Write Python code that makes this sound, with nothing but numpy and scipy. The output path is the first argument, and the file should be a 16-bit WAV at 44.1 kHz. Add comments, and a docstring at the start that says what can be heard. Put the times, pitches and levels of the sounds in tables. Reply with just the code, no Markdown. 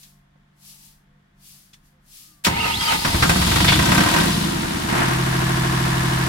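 """A three-cylinder diesel generator in a steel enclosure starts, races past its final speed and settles.
Crank angle times its exhaust pulses, metal knocks and gear tones; speed and fuel curves set their levels.
Before that a relay clicks and the starter slams in: a whine glides with its speed and dips at compressions.
Decaying coloured noise with damped sines makes the separate blows, clicks and panel rattles.
Behind them lie yard noise, the hum of a distant machine, broom-like strokes and faint far tones."""
import sys
import numpy as np
from scipy import signal
from scipy.fft import rfft, irfft, next_fast_len
from scipy.io import wavfile
from scipy.ndimage import uniform_filter1d

SR = 44100
rng = np.random.default_rng(int(sys.argv[2]) if len(sys.argv) > 2 else 0)


def int16_out(signal):
    """Quantize to a 16-bit WAV file."""
    q = np.round(np.clip(np.atleast_2d(signal).T, -1, 1) * 32767)
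    wavfile.write(sys.argv[1], SR, q.astype(np.int16))


N = 277080
TIME = np.arange(N) / SR  # s

# Crankshaft speed. Each row: time in seconds, speed in rpm; the first firing falls on the first row.
RPM = [(3.049, 381), (3.25, 553), (4.0, 1415), (4.17, 1679), (4.32, 1698), (4.92, 1517), (5.1, 1560),
       (6.28, 1557)]
# Fuel: full up to speed, cut back on the overshoot, one surge to catch the sag.
# Each row: time in seconds, fuel from 0 to 1.
FUEL = [(4.2, 0.88), (4.35, .28), (4.87, 0.19), (4.9, 0.58), (4.985, 0.94), (5.03, 0.81), (5.13, 0.61),
        (5.22, 0.39), (5.35, 0.48), (5.8, 0.48), (6.28, 0.45)]
# How each engine sound follows the controls; it swells at a critical speed that shakes the enclosure.
# Each law: level in dB at full fuel and rated speed before that swell, dB per doubling of speed,
# dB lost with the fuel shut, critical speed in rpm, swell there in dB, dB lost on stepping back.
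THUD_LAW = (-29, -3, 1, 1110, 6.5, 3)
BOOM_LAW = (-23.5, 3, 7, 1180, 0, 0)
KNOCK_LAW = (-21.5, 4.5, 14, 1298, 1.15, 0)
VALVE_LAW = (-30, 3.5, 3, 950, 5.5, 5.5)
AIR_LAW = (-29, 3.5, 4.5, 918, 2, 4)
SHAKE_WIDTH_RPM = 267  # from the critical speed to 1/e of the swell
STEP_BACK_S = (4.3, 4.58)  # the listener steps away from the enclosure

# Exhaust spectrum. Each row: frequency in Hz, relative density in dB per Hz.
EXHAUST = [(13, -36), (22, -12), (65, -15.5), (102, -6), (183, 0), (258, -9), (318, -3.5), (413, -21),
           (494, -11), (522, -12.5), (600, -18), (780, -50), (1320, -120)]
# Air resonances of the enclosure. Each row: frequency in Hz, level in dB, t60 in seconds.
CABIN_MODES = [(65, -1, 0.32), (180, -8.5, 0.21)]
# Settled drone. Each row: multiple of the four-stroke cycle rate, relative level in dB.
DRONE = [(1, -41), (2, -32), (3, -14), (4, -27), (5, -15), (6, -14), (7, -26), (8, -20), (9, -22), (10, 0),
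         (11, -21), (12, -22), (13, -5), (14, -21), (15, -17), (16, -12), (17, -22), (18, -20), (19, -27),
         (20, -22), (21, -26), (22, -24), (23, -22), (24, -14), (25, -26), (26, -17), (27, -18), (28, -25)]
DRONE_DB = -23.5  # before the drone's share of the power is taken
# The bass merges into the drone between these times, up to the drone's final share of the power.
SETTLE_S, DRONE_SHARE = (4.87, 5.2), .9
# Growl of the exhaust as the engine races up. Each row: time in seconds, level in dB.
GROWL = [(3.06, -45), (3.2, -25), (3.35, -22.5), (3.5, -28), (3.63, -22), (3.74, -23.5), (4.02, -19),
         (4.07, -38), (4.18, -23.5), (4.55, -26), (4.85, -36), (5.3, -58)]
# Enclosure resonances that the growl's orders climb through. Each row: frequency in Hz, relative level in dB.
GROWL_COLOUR = [(30, -15), (66, -6), (90, -8), (110, -6.5), (135, 0), (155, 2), (180, 4.5), (215, -3.5),
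                (245, -7.5), (270, -16), (315, -6.5), (350, -18), (400, -36)]
# Struck block, heard near. Each row: frequency in Hz, relative density in dB per Hz.
BLOCK = [(210, -49), (350, 18.5), (412, -9), (680, -0.5), (831, -5), (954, 4.5), (1290, -1.5), (1580, -2.5),
         (1900, -3.5), (2200, -5), (2950, -5), (3470, -3.5), (4080, -6.5), (7000, -16), (9100, -48),
         (15400, -120)]
# Clear rings of the block and its covers. Each row: mean frequency in Hz, mean level in dB, t60 in seconds.
BLOCK_MODES = [(540, -21, 0.28), (701, -21.5, 0.46), (945, -11.5, 0.21), (1045.5, -15.5, 0.23),
               (1262, -17, 0.24), (1402, -12.5, 0.11), (1554, -7.5, 0.13), (1917, -10.5, 0.1),
               (3450, -19, 0.089), (3820, -12, 0.074), (5510, -11, 0.076)]
# Knock heard from a step away, where no single ring stands out.
# Each row: frequency in Hz, relative density in dB per Hz.
KNOCK_AFAR = [(350, 16), (430, -4), (530, -5), (580, -7.5), (690, -0.5), (860, -2.5), (970, 3), (1080, -2),
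              (1230, 0.5), (1330, -1.5), (1520, -1), (1700, -0.5), (1900, -2.5), (2030, -5.5), (2700, -5.5),
              (5000, -7)]
# Timing gears. Each row: teeth meshing per cycle, median level in dB, time in seconds when the tone is half in.
GEAR_TONES = [(73, -41, 5.1), (76, -37.5, 5.4), (79, -43, 5.1), (87, -42.5, 5.1), (95, -41.5, 5.6),
              (126, -37.5, 5.1), (129, -42, 5.4), (132, -40, 5.1)]
# Rushing air. Each row: frequency in Hz, relative density in dB per Hz.
AIR = [(240, -42), (400, -10), (562, -8), (687, -5), (826, -8), (949, 0), (1290, -5), (1580, -2),
       (2050, 25), (3470, 0), (6240, -16.5), (11200, -19.5), (16000, -31)]

# The unloaded starter spins up towards a top pitch, with this time constant.
SPIN_FROM_S, SPIN_UP_S, WHINE_TOP_HZ = 2.4, .5, 8540
# Compressions drag the starter down. Each row: slowest moment in seconds, time to 1/e in seconds,
# share of speed lost, rise of the gear noise in dB.
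COMPRESSIONS = [(2.696, 0.061, 0.35, 5.5), (2.939, 0.057, .33, 11), (3.088, 0.081, .25, 0.5)]
LOAD_LEAD_S = 0.013  # the teeth bear hardest this long before the slowest moment
# Starter noises. Each law: level in dB at half the top speed, dB per doubling of speed.
RUMBLE_LAW = (-33, -4)
GEAR_LAW = (-33.5, -2.5)
BRUSH_LAW = (-33, 4.8)
# Starter spectrum. Each row: frequency in Hz, relative density in dB per Hz.
STARTER = [(15, -41), (25, -11), (59, -1.5), (185, -2.5), (363, -11.5), (575, -10.5), (936, 3), (1100, -11),
           (1260, -6.5), (1440, -8), (2280, -7), (3160, -4.5), (6210, -25), (10700, -25.5), (16000, -33.5)]
# Starter housing and ring gear. Each row: frequency in Hz, width in Hz, lift in dB.
GEAR_MODES = [(440, 17, 21), (855, 28, 3), (945, 20, 8.5), (1250, 28, 13), (2030, 61, 10), (3140, 200, 0)]
# Housing resonances that the whine glides through. Each row: frequency in Hz, level in dB.
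WHINE_COLOUR = [(1500, -54), (1950, -35), (2450, -36), (2850, -28.5), (3450, -25.5), (4300, -33),
                (4900, -25.5), (5500, -42), (7200, -33), (8200, -43)]
# Main mesh and its sidebands. Each row: ratio to the main mesh, relative level in dB.
WHINE_PARTIALS = [(.8, -13), (.92, -11), (1, 0), (1.08, -12)]
# Higher meshes, heard while the starter spins up. Each row: ratio to the main mesh, relative level in dB.
HIGHER_MESHES = [(1.31, -12), (1.72, -10)]
# Shares of pitch: the whine's waver, and the extra while the pinion chatters just before the first firing.
WHINE_WAVER, CHATTER_WAVER = .012, .025
# The housing groans when the teeth bear hard. Each row: peak in seconds, level in dB, time to 1/e in seconds.
GROANS = [(2.535, -36, .025), (2.612, -32, .018), (2.655, -23, .014), (2.693, -28, .014),
          (2.825, -30, .022), (2.893, -23, .022)]
# Notes of the groan. Each row: frequency in Hz, relative level in dB, exponent applied to the groan's envelope.
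GROAN_NOTES = [(1258, 0, 1), (945, -17, .5)]
# The ring gear squeals under load. Each row: time in seconds, frequency in Hz, level in dB.
SQUEAL = [(2.67, 3160, -70), (2.70, 3140, -31), (2.73, 3130, -47), (2.78, 3200, -55), (2.805, 3170, -23),
          (2.84, 3330, -39), (2.88, 3150, -25), (2.92, 2630, -27), (2.96, 2600, -65)]

# Heavy blows, from the pinion thrown in to the hardest firings of the run-up.
# Each row: start in seconds, level in dB, t60 in seconds, brightest frequency in Hz, thump level in dB.
BLOWS = [(2.446, -15.5, 0.16, 4170, -39), (2.465, -11, 0.069, 1310, -19.5), (2.648, -26, 0.13, 950, -31),
         (2.805, -27, 0.72, 2650, -47), (2.917, -21, 0.14, 1200, -26), (3.047, -15.5, 0.1, 1412, -22),
         (3.078, -24, 0.089, 1498, -35), (3.166, -30, 0.073, 1100, -32), (3.223, -12, 0.14, 1540, -22),
         (3.252, -23, .08, 1250, -24.5), (3.293, -13, 0.11, 1680, -19), (3.354, -38, 0.09, 1500, -22.5),
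         (3.557, -20.5, 0.19, 1190, -25), (3.601, -22, .1, 1450, -21), (3.643, -18.5, 0.13, 1690, -24),
         (3.682, -17.5, 0.14, 1500, -37), (3.719, -20, 0.15, 1400, -30), (3.915, -15.5, 0.13, 1433, -20),
         (3.976, -13, 0.087, 1530, -18), (4.004, -14, 0.11, 1300, -22), (4.084, -22, 0.1, 1500, -39),
         (4.137, -16.5, 0.076, 1900, -28), (4.161, -18, 0.14, 1390, -24), (4.236, -26, 0.09, 1050, -26)]
# Small sharp clicks and ticks.
# Each row: start in seconds, level in dB, t60 in seconds, brightest frequency in Hz.
CLICKS = [(.03, -46.5, .12, 4600), (.356, -57, 0.066, 300), (.357, -64, .06, 1200),
          (3.293, -19, 0.042, 7460), (3.556, -26, 0.076, 7600), (3.855, -26, .07, 7500),
          (3.944, -24.5, 0.1, 7500)]
# A loose panel chatters, jolted by the starter and shaken by the engine.
# Each row: start in seconds, level in dB.
RATTLES = [(2.449, -22.5), (3.492, -32), (3.675, -23), (3.681, -20), (3.686, -17), (3.694, -22),
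           (3.727, -20), (3.742, -25.5)]
# The panel. Each row: mean frequency in Hz, mean level in dB, t60 in seconds.
PANEL_MODES = [(2190, -2, 0.073), (2740, -9, 0.055), (3486, 3, 0.083), (3820, -17, .08),
               (4500, -2.5, 0.077)]
# The relay's armature lets go, snaps shut and bounces. Each row: start in seconds, level in dB.
RELAY = [(1.7313, -56.5), (1.734, -49), (1.741, -50)]
# Relay frame and spring. Each row: mean frequency in Hz, mean level in dB, t60 in seconds.
RELAY_MODES = [(2900, -10, .06), (3420, -3, .06), (3510, -5, .075), (4463, -12, .05), (5660, -11, .05)]

# Quiet air of the yard. Each row: frequency in Hz, relative density in dB per Hz.
YARD = [(15, -2), (32, 8), (50, -2.5), (90, -7.5), (200, -6), (320, -14.5), (450, -23.5), (700, -22.5),
        (1800, -19), (2600, -28.5), (3350, -27), (4000, -31.5), (8000, -41), (16000, -47)]
YARD_DB = -60.5
# Distant machine. 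Each row: mean frequency in Hz, relative level in dB.
HUM = [(145.3, -62.5), (193.8, -65.5), (694.4, -81), (893.6, -87), (1071, -84), (3068, -96), (3402, -88)]
HUM_DB, HUM_FADE_DB_PER_S = -57.5, 2.5  # level at the start, before it swells and fades
# Broom strokes. Each row: loudest moment in seconds, level in dB, rise to and fall from it in seconds (1/e).
STROKES = [(.02, -52.5, .05, 0.096), (.7, -47, .075, 0.085), (.85, -51.5, 0.076, 0.087),
           (1.485, -49.5, 0.064, 0.16), (1.865, -65, .035, 0.063), (2.18, -47, 0.083, 0.13)]
STROKE_TAIL_POWER = 1.53  # 1 dies away evenly, 2 falls like a bell
# Broom spectrum. Each row: frequency in Hz, relative density in dB per Hz.
SWISH_COLOUR = [(710, -43), (1200, 1.5), (1400, -21), (1770, -11), (2790, 0.5), (3360, 0), (4700, 4),
                (8080, 0.5), (11400, 3.5), (16000, -3.5)]
# Faint far-off tones. Each row: peak in seconds, mean frequency there in Hz, level in dB,
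# time to 1/e in seconds, glide in Hz per second.
FAR_TONES = [(.78, 890, -71, .22, 0), (1.14, 501, -72.5, 0.065, 0), (1.961, 522, -68, .035, -200),
             (2.32, 310, -64, 0.054, -150), (2.34, 1205, -67, 0.13, -700)]

# Microphone pair, width. Each row: frequency in Hz, side minus mid in dB.
WIDTH = [(60, -49), (110, -59), (200, -12), (380, 3), (700, 3), (1290, 0.5), (2380, 1.5), (4400, -0.5),
         (8120, 0.5), (15000, -0.5)]
# Microphone pair, lean. Each row: frequency in Hz, left minus right in dB.
LEAN = [(60, 0.0), (110, 0.0), (200, 0.0), (380, 0.5), (700, -1.5), (1290, 0.5), (2380, 1.0), (4400, 1.5),
        (8120, 5.0), (15000, 3.5)]
# Flat spectrum. Each row: frequency in Hz, relative density in dB per Hz.
WHITE = [(1, 0), (2, 0)]
CUTOFF_HZ = 15900


def engine():
    """Phase locking: exhaust, knock, valve gear, gears and gusts of air all follow the crank angle."""
    rpm, = in_time(RPM)
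    fuel, = np.clip(in_time(FUEL), 0, 1)
    # one four-stroke cycle takes two turns
    cycle = np.cumsum(rpm * (TIME >= RPM[0][0])) / (120 * SR) + 1e-9
    speed = rpm / RPM[-1][1]
    settled = np.clip(.03 + (DRONE_SHARE - .03) * ramp(*SETTLE_S), 0, 1)
    laws = (THUD_LAW, BOOM_LAW, KNOCK_LAW, VALVE_LAW, AIR_LAW)
    thud_db, boom_db, knock_db, valve_db, air_db = (engine_level(law, rpm, fuel) for law in laws)

    near = metal(cycle, speed, fuel, BLOCK, BLOCK_MODES, low_hz=472, high_hz=2660, t60=0.075,
                 slap_db=-6, loose=0.45, whirr=0.5)
    afar = metal(cycle, speed, fuel, KNOCK_AFAR, (), low_hz=472, high_hz=2660, t60=0.075,
                 slap_db=-3, loose=0.35, whirr=0.5)
    away = ramp(*STEP_BACK_S)
    knock = from_db(knock_db) * (np.sqrt(1 - away) * near + np.sqrt(away) * afar)
    valves = from_db(valve_db) * metal(cycle, speed, fuel, BLOCK, (), low_hz=2820, high_hz=5330, t60=0.2,
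                                       slap_db=7.5, loose=0.51, whirr=0.83)

    # the air gusts three and six times a cycle
    gusts_db = (.7 + 1.2 * fuel) * np.cos(2 * np.pi * (3 * cycle - .2))
    gusts_db = gusts_db + 1.2 * np.cos(2 * np.pi * (6 * cycle - .3))
    air = from_db(air_db + gusts_db) * noise(AIR, 5420, 20400)
    bass = exhaust(cycle, settled, thud_db, boom_db) + growl(cycle, rpm)
    return (bass + knock + valves + gears(cycle) + air) * ramp(3.045, 3.086)


def engine_level(law, rpm, fuel):
    """Forced resonance: level in dB follows speed and fuel, swells at a critical speed, drops with distance."""
    full_db, speed_db, shut_db, critical_rpm, shake_db, away_db = law
    shake = np.exp(-((rpm - critical_rpm) / SHAKE_WIDTH_RPM) ** 2)
    control_db = full_db + speed_db * np.log2(rpm / RPM[-1][1]) - shut_db * (1 - fuel)
    return control_db + shake_db * shake - away_db * ramp(*STEP_BACK_S)


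def exhaust(cycle, settled, thud_db, boom_db):
    """Periodicity: at steady speed the separate pulses merge into a drone of harmonics of the cycle."""
    thud = from_db(thud_db) * pulses(cycle, low_hz=22, high_hz=120, t60=.13, own_share=.5, rumble=.55)
    boom = from_db(boom_db) * pulses(cycle, low_hz=158, high_hz=416.0, t60=0.17, own_share=0.34, rumble=0.91)
    drone = 0
    for order, db in DRONE:
        # left and right phases drift apart at the high orders
        spread = rng.normal(0, 1, (2, 1)) * (order / len(DRONE)) ** 3 / 10
        drone = drone + from_db(db) * np.sin(2 * np.pi * (order * cycle + rng.random() + spread))
    drone_gain = from_db(DRONE_DB) / mid_rms(drone)
    return np.sqrt(1 - settled) * (thud + boom) + np.sqrt(settled) * drone_gain * drone


def pulses(cycle, low_hz, high_hz, t60, own_share, rumble):
    """Impulse response: each firing booms in the enclosure, slightly differently for each cylinder."""
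    shared = ring(EXHAUST, low_hz, high_hz, t60, CABIN_MODES)
    out = 0
    for k in range(3):
        clicks = contacts(cycle - k / 3, scatter_db=3.0, jitter_s=0.00034)
        out = out + strike(clicks, shared + own_share * ring(EXHAUST, low_hz, high_hz, t60))
    return steady(steady(out) + rumble * noise(EXHAUST, low_hz, high_hz))


def growl(cycle, rpm):
    """Order spectrum: unequal firings fill in orders between the firing harmonics; all climb with speed."""
    out = 0
    for order in range(3, 37):
        # orders off the firing harmonics lie 3 dB lower
        db = at_hz(GROWL_COLOUR, order * rpm / 120) - 3.0 * (order % 3 > 0)
        uneven = np.interp(3 * cycle, np.arange(256), rng.standard_normal(256))
        out = out + from_db(db + 1.7 * uneven) * np.sin(2 * np.pi * (order * cycle + rng.random()))
    return from_db(in_time(GROWL)[0]) * steady(out * np.ones((2, 1)))


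def metal(cycle, speed, fuel, colour, modes, low_hz, high_hz, t60, slap_db, loose, whirr):
    """Impact excitation: firings knock the block; piston and valves slap it half-way to the next firing."""
    out, envelope = 0, 0
    power_decay = from_db(-120 / (t60 * SR))
    for k in range(6):
        firing = 0.62 + 0.26 * fuel
        slap = from_db(slap_db) * (1.02 - 0.16 * fuel) * speed ** 2
        force = slap if k % 2 else firing
        clicks = contacts(cycle - k / 6, scatter_db=1.3, jitter_s=.00005) * force
        out = out + strike(clicks, ring(colour, low_hz, high_hz, t60, modes, attack_s=0.0026))
        envelope = envelope + signal.lfilter([1], [1, -power_decay], clicks ** 2 + 1e-18)
    # part of every blow is turbulent and differs from cycle to cycle
    turbulent = steady(np.sqrt(envelope) * noise(colour, low_hz, high_hz))
    struck = steady(steady(out) + loose * turbulent)
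    # at low speed the whirr of the turning parts fills the gaps between blows
    turning = whirr * np.clip(1.25 - speed, 0, 1) * noise(colour, low_hz, high_hz)
    return steady(struck * np.minimum(speed, 1) + turning)


def gears(cycle):
    """Phase modulation: uneven running at each firing spreads every tooth tone into sidebands; it flutters."""
    uneven = .9 * np.sin(2 * np.pi * 3 * cycle)  # radians
    out = 0
    for teeth, db, s in GEAR_TONES:
        level = from_db(db + 3 * flutter(per_s=30)) * ramp(s - .2, s + .2)
        phase = 2 * np.pi * (round(teeth) * cycle + rng.random((2, 1)) / 4) + uneven
        out = out + level * np.sin(phase)
    return out


def starter():
    """Mesh frequency: pitch follows motor speed, which nears its top exponentially and dips under load."""
    spin = 1 - np.exp(-np.maximum(TIME - SPIN_FROM_S, .05) / SPIN_UP_S)
    drag = sum(lost * swell(s, half_s, half_s) for s, half_s, lost, _ in COMPRESSIONS)
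    strain_db = sum(db * swell(s - LOAD_LEAD_S, half_s, half_s * 0.6) for s, half_s, _, db in COMPRESSIONS)
    whine_hz = WHINE_TOP_HZ * spin * np.clip(1 - drag, .1, 1)
    load = grind(spin, strain_db, whine_hz) * ramp(2.465, 2.48) * (1 - ramp(3.37, 4.7))
    return load + whine(whine_hz) * ramp(2.48, 2.5) * (1 - ramp(2.34, 5.6))


def grind(spin, strain_db, whine_hz):
    """Contact noise: the pinion's uneven teeth ring the housing, over a low rumble and the brushes' hiss."""
    laws = (RUMBLE_LAW, GEAR_LAW, BRUSH_LAW)
    rumble_db, gear_db, brush_db = (db + speed_db * np.log2(2 * spin) for db, speed_db in laws)
    # one contact for every 22 periods of the whine
    teeth = contacts(np.cumsum(whine_hz) / SR / 22, scatter_db=3.0, jitter_s=0.00051)
    decay = from_db(-60 * TIME[:SR // 8] / 0.088)
    housing = noise(STARTER, 590, 6900, GEAR_MODES, size=SR // 8) * decay
    gear = steady(strike(teeth, housing)) + 0.48 * noise(STARTER, 260, 5800, GEAR_MODES)
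    rumble = from_db(rumble_db) * noise(STARTER, 30, 386)
    hiss = from_db(brush_db + 0.32 * strain_db) * noise(STARTER, 4460, 18000)
    return rumble + from_db(gear_db + strain_db) * gear + hiss


def whine(whine_hz):
    """Resonant emphasis: mesh tones swell in the housing's resonances, with its groans and the gear's squeal."""
    db = at_hz(WHINE_COLOUR, whine_hz) - 6.5 * ramp(2.76, 2.8)
    waver = WHINE_WAVER + CHATTER_WAVER * (ramp(2.75, 2.8) - ramp(3.03, 3.08))
    out = whistle(whine_hz, db, waver_share=waver, echo=.9, flicker_db=4.5, partials=WHINE_PARTIALS)
    out = out + whistle(whine_hz, db - 30 * ramp(2.66, 2.85), waver_share=waver, echo=.9,
                        flicker_db=4.5, partials=HIGHER_MESHES)
    groan = sum(from_db(groan_db) * swell(s, half_s, half_s) for s, groan_db, half_s in GROANS)
    # a faint groan lasts between the strong ones
    groan = groan + from_db(-42) * (1 - ramp(2.92, 3.0))
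    for hz, note_db, power in GROAN_NOTES:
        note = whistle(hz, 0, waver_share=.016, echo=.4, flicker_db=2.5)
        out = out + from_db(note_db) * groan ** power * note
    return out + whistle(*in_time(SQUEAL), waver_share=.025, echo=0.8, flicker_db=-1.5)


def whistle(hz, db, waver_share, echo, flicker_db, partials=((1, 0),)):
    """Modulation and reverberation: uneven tooth contact breaks up each partial, echoes roughen the tone."""
    turn = np.cumsum(hz * (1 + waver_share * flutter(per_s=260))) / SR
    tone = 0
    for ratio, own_db in partials:
        level = from_db(db + own_db + flicker_db * flutter(per_s=150))
        tone = tone + level * np.sin(2 * np.pi * ratio * turn)
    walls = ring(WHITE, 800, 13000, t60=0.047)
    return tone + echo * strike(tone, walls / np.sqrt(np.sum(walls[0] ** 2)))


def blows():
    """Free vibration: blows clank in the block and thump the enclosure, a panel rattles, small parts click."""
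    out = np.zeros((2, N))
    for s, db, t60, bright_hz, thump_db in BLOWS:
        clank = ring(hump(bright_hz, fall_db=27), 230, 19000, t60, BLOCK_MODES, attack_s=0.0026)
        add(out, s, from_db(db) * clank)
        add(out, s, from_db(thump_db) * ring(EXHAUST, 66, 400, t60=0.25, attack_s=0.002))
    for s, db, t60, bright_hz in CLICKS:
        click = ring(hump(bright_hz, fall_db=40), bright_hz / 6, min(bright_hz * 4.9, 17000), t60)
        add(out, s, from_db(db) * click)
    for s, db in RATTLES:
        add(out, s, from_db(db) * ring(hump(3200, fall_db=34), 1700, 4700, t60=0.16, modes=PANEL_MODES))
    # the solenoid plunger scrapes forward just before it lands
    add(out, 2.438, from_db(-26) * ring(hump(3850, fall_db=10), 270, 17000, t60=0.27, attack_s=0.0075))
    add_relay(out)
    return out


def add_relay(out):
    """Modal decay: the armature rings frame and spring, and the snap echoes briefly in the control cabinet."""
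    for s, db in RELAY:
        snap = ring(hump(4070, fall_db=26), 500, 9000, t60=0.058, modes=RELAY_MODES, attack_s=.0003)
        add(out, s, from_db(db) * snap)
        add(out, s, from_db(db - 8) * ring(hump(4600, fall_db=20), 700, 17000, t60=0.14))


def yard():
    """Superposition: quiet air, the hum of a distant machine and strokes like a broom's add together."""
    return from_db(YARD_DB) * noise(YARD, 16, 17000) + distant_hum() + broom()


def distant_hum():
    """Slow modulation: steady partials share one wander in pitch, and swell and fade together."""
    wander = np.cumsum(1 + 0.0062 * noise(WHITE, 0.57, 7)[0]) / SR
    hum = sum(from_db(db) * np.sin(2 * np.pi * (hz * wander + rng.random())) for hz, db in HUM)
    hum = hum * np.ones((2, 1)) * from_db(2.2 * noise(WHITE, 1.5, 9)[0])
    return from_db(HUM_DB - HUM_FADE_DB_PER_S * TIME) * hum / mid_rms(hum)


def broom():
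    """Amplitude envelope: every stroke shapes the same coloured noise, and their powers add."""
    power = 0
    for s, db, rise_s, fall_s in STROKES:
        power = power + (from_db(db) * swell(s, rise_s, fall_s, STROKE_TAIL_POWER)) ** 2
    return np.sqrt(power) * noise(SWISH_COLOUR, 1320, 24000)


def far_tones():
    """Frequency glide: a few faint, short tones drift in from far away, some falling in pitch."""
    out = 0
    for s, hz, db, half_s, glide_hz_per_s in FAR_TONES:
        pitch = (hz + glide_hz_per_s * (TIME - s)) * (1 + 0.0073 * flutter(per_s=60))
        out = out + from_db(db) * swell(s, half_s, half_s) * np.sin(2 * np.pi * np.cumsum(pitch) / SR)
    return out


def ring(spectrum, low_hz, high_hz, t60, modes=(), attack_s=0.00083):
    """Modal decay: crowded modes are dying noise, with clear rings above that differ a little each time."""
    age = TIME[:SR // 3]
    out = noise(spectrum, low_hz, high_hz, size=len(age)) * from_db(-60 * age / t60)
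    for hz, db, mode_t60 in modes:
        heard = low_hz < hz < high_hz
        own_db, detune = rng.normal(0, (2.5, .006))
        # the two channels differ more in phase at higher pitch
        phase = rng.random() + rng.random((2, 1)) / 3 * min(hz / 600, 1)
        level = heard * from_db(db + own_db - 60 * age / mode_t60)
        out = out + level * np.sin(2 * np.pi * (hz * (1 + detune) * age + phase))
    rise = 1 - np.exp(-age / attack_s)
    return signal.sosfilt(signal.butter(2, low_hz / 2, "high", fs=SR, output="sos"), out * rise)


def strike(clicks, response):
    """Convolution: a train of clicks is played through a stereo impulse response."""
    return signal.oaconvolve(clicks[None], response, axes=1)[:, :N]


def contacts(phase, scatter_db, jitter_s):
    """Quasi-periodicity: one click as the phase passes each whole number, with chance in time and level."""
    at = np.flatnonzero(np.diff(np.floor(phase)) > 0)
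    chance = rng.standard_normal((len(at), 2))
    shift = np.round(chance[:, 0] * jitter_s * SR).astype(int)
    clicks = np.zeros(N)
    clicks[np.clip(at + shift, 0, N - 1)] = from_db(scatter_db * chance[:, 1])
    return clicks


def noise(spectrum, low_hz, high_hz, modes=(), size=N):
    """Spectral shaping: stereo noise of a given colour with resonances lifted out; rms of its middle is 1."""
    padded = next_fast_len(size, True)
    hz = np.maximum(np.fft.rfftfreq(padded, 1 / SR), 1)
    gain = from_db(at_hz(spectrum, hz)) / np.sqrt((1 + (low_hz / hz) ** 10) * (1 + (hz / high_hz) ** 10))
    for centre, width, lift_db in modes:
        gain = gain * (1 + (from_db(lift_db) - 1) / (1 + (2 * (hz - centre) / width) ** 2))
    mid, side = rfft(rng.standard_normal((2, padded)))
    signs = np.array([[1], [-1]])
    pair = mid + signs * side * from_db(at_hz(WIDTH, hz))
    pair = pair * from_db(signs * at_hz(LEAN, hz) / 2)
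    out = irfft(pair * gain, padded)[:, :size]
    return out / mid_rms(out)


def hump(centre_hz, fall_db):
    """Spectral envelope: a broad spectrum falls away on both sides of its brightest point."""
    return [(centre_hz / 10, -fall_db), (centre_hz / 2, -fall_db / 10), (centre_hz, 0),
            (centre_hz * 2, -fall_db / 4), (centre_hz * 10, -fall_db)]


def steady(x):
    """Power normalization: the slow level is brought to about rms 1; single pulses keep their shape."""
    power = uniform_filter1d(x.mean(axis=0) ** 2, SR // 8)
    return x / np.sqrt(np.maximum(power, 0) + power.max() / 1000)


def flutter(per_s):
    """Random modulation: straight lines join new normal chance values, so many a second."""
    return np.interp(TIME * per_s, np.arange(4096), rng.standard_normal(4096))


def swell(s, rise_s, fall_s, tail_power=2):
    """Envelope: a bell of height 1 around a moment, with its own rise and fall."""
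    away = np.abs(TIME - s)
    exponent = np.where(TIME < s, (away / rise_s) ** 2, (away / fall_s) ** tail_power)
    return np.exp(-np.minimum(exponent, 50))


def ramp(start, end):
    """Linear crossfade: goes from 0 to 1 between two times."""
    return np.clip((TIME - start) / max(end - start, 1e-3), 0, 1)


def in_time(rows):
    """Linear interpolation: each column of a curve at every sample."""
    s, *columns = np.transpose(rows)
    return [np.interp(TIME, s, c) for c in columns]


def at_hz(points, hz):
    """Logarithmic pitch scale: a spectrum read on a log-frequency axis."""
    point_hz, point_db = np.array(points).T
    return np.interp(np.log(hz), np.log(point_hz), point_db)


def from_db(db):
    """Decibel scale: amplitude ratio of a level."""
    return 10 ** (np.asarray(db) / 20)


def mid_rms(x):
    """Effective value: rms of the middle of a stereo pair."""
    return np.sqrt(np.mean(x.mean(axis=0) ** 2) + 1e-20)


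def add(out, s, sound):
    """Superposition: lays a sound in at a time."""
    start = round(s * SR)
    out[:, start:start + sound.shape[1]] += sound[:, :N - start]


def scene():
    """Superposition: engine, starter and blows over the yard and its far tones."""
    return engine() + starter() + blows() + yard() + far_tones()


def record(dry):
    """Band limiting and saturation: the lowest bass rolls off, peaks are rounded, the top is cut steeply."""
    x = signal.sosfilt(signal.butter(2, 16, "high", fs=SR, output="sos"), dry)
    rounded = 1.2 * np.tanh(x / 1.2)
    return signal.sosfilt(signal.ellip(12, .1, 90, CUTOFF_HZ, fs=SR, output="sos"), rounded)


dry = scene()
out = record(dry)
int16_out(out)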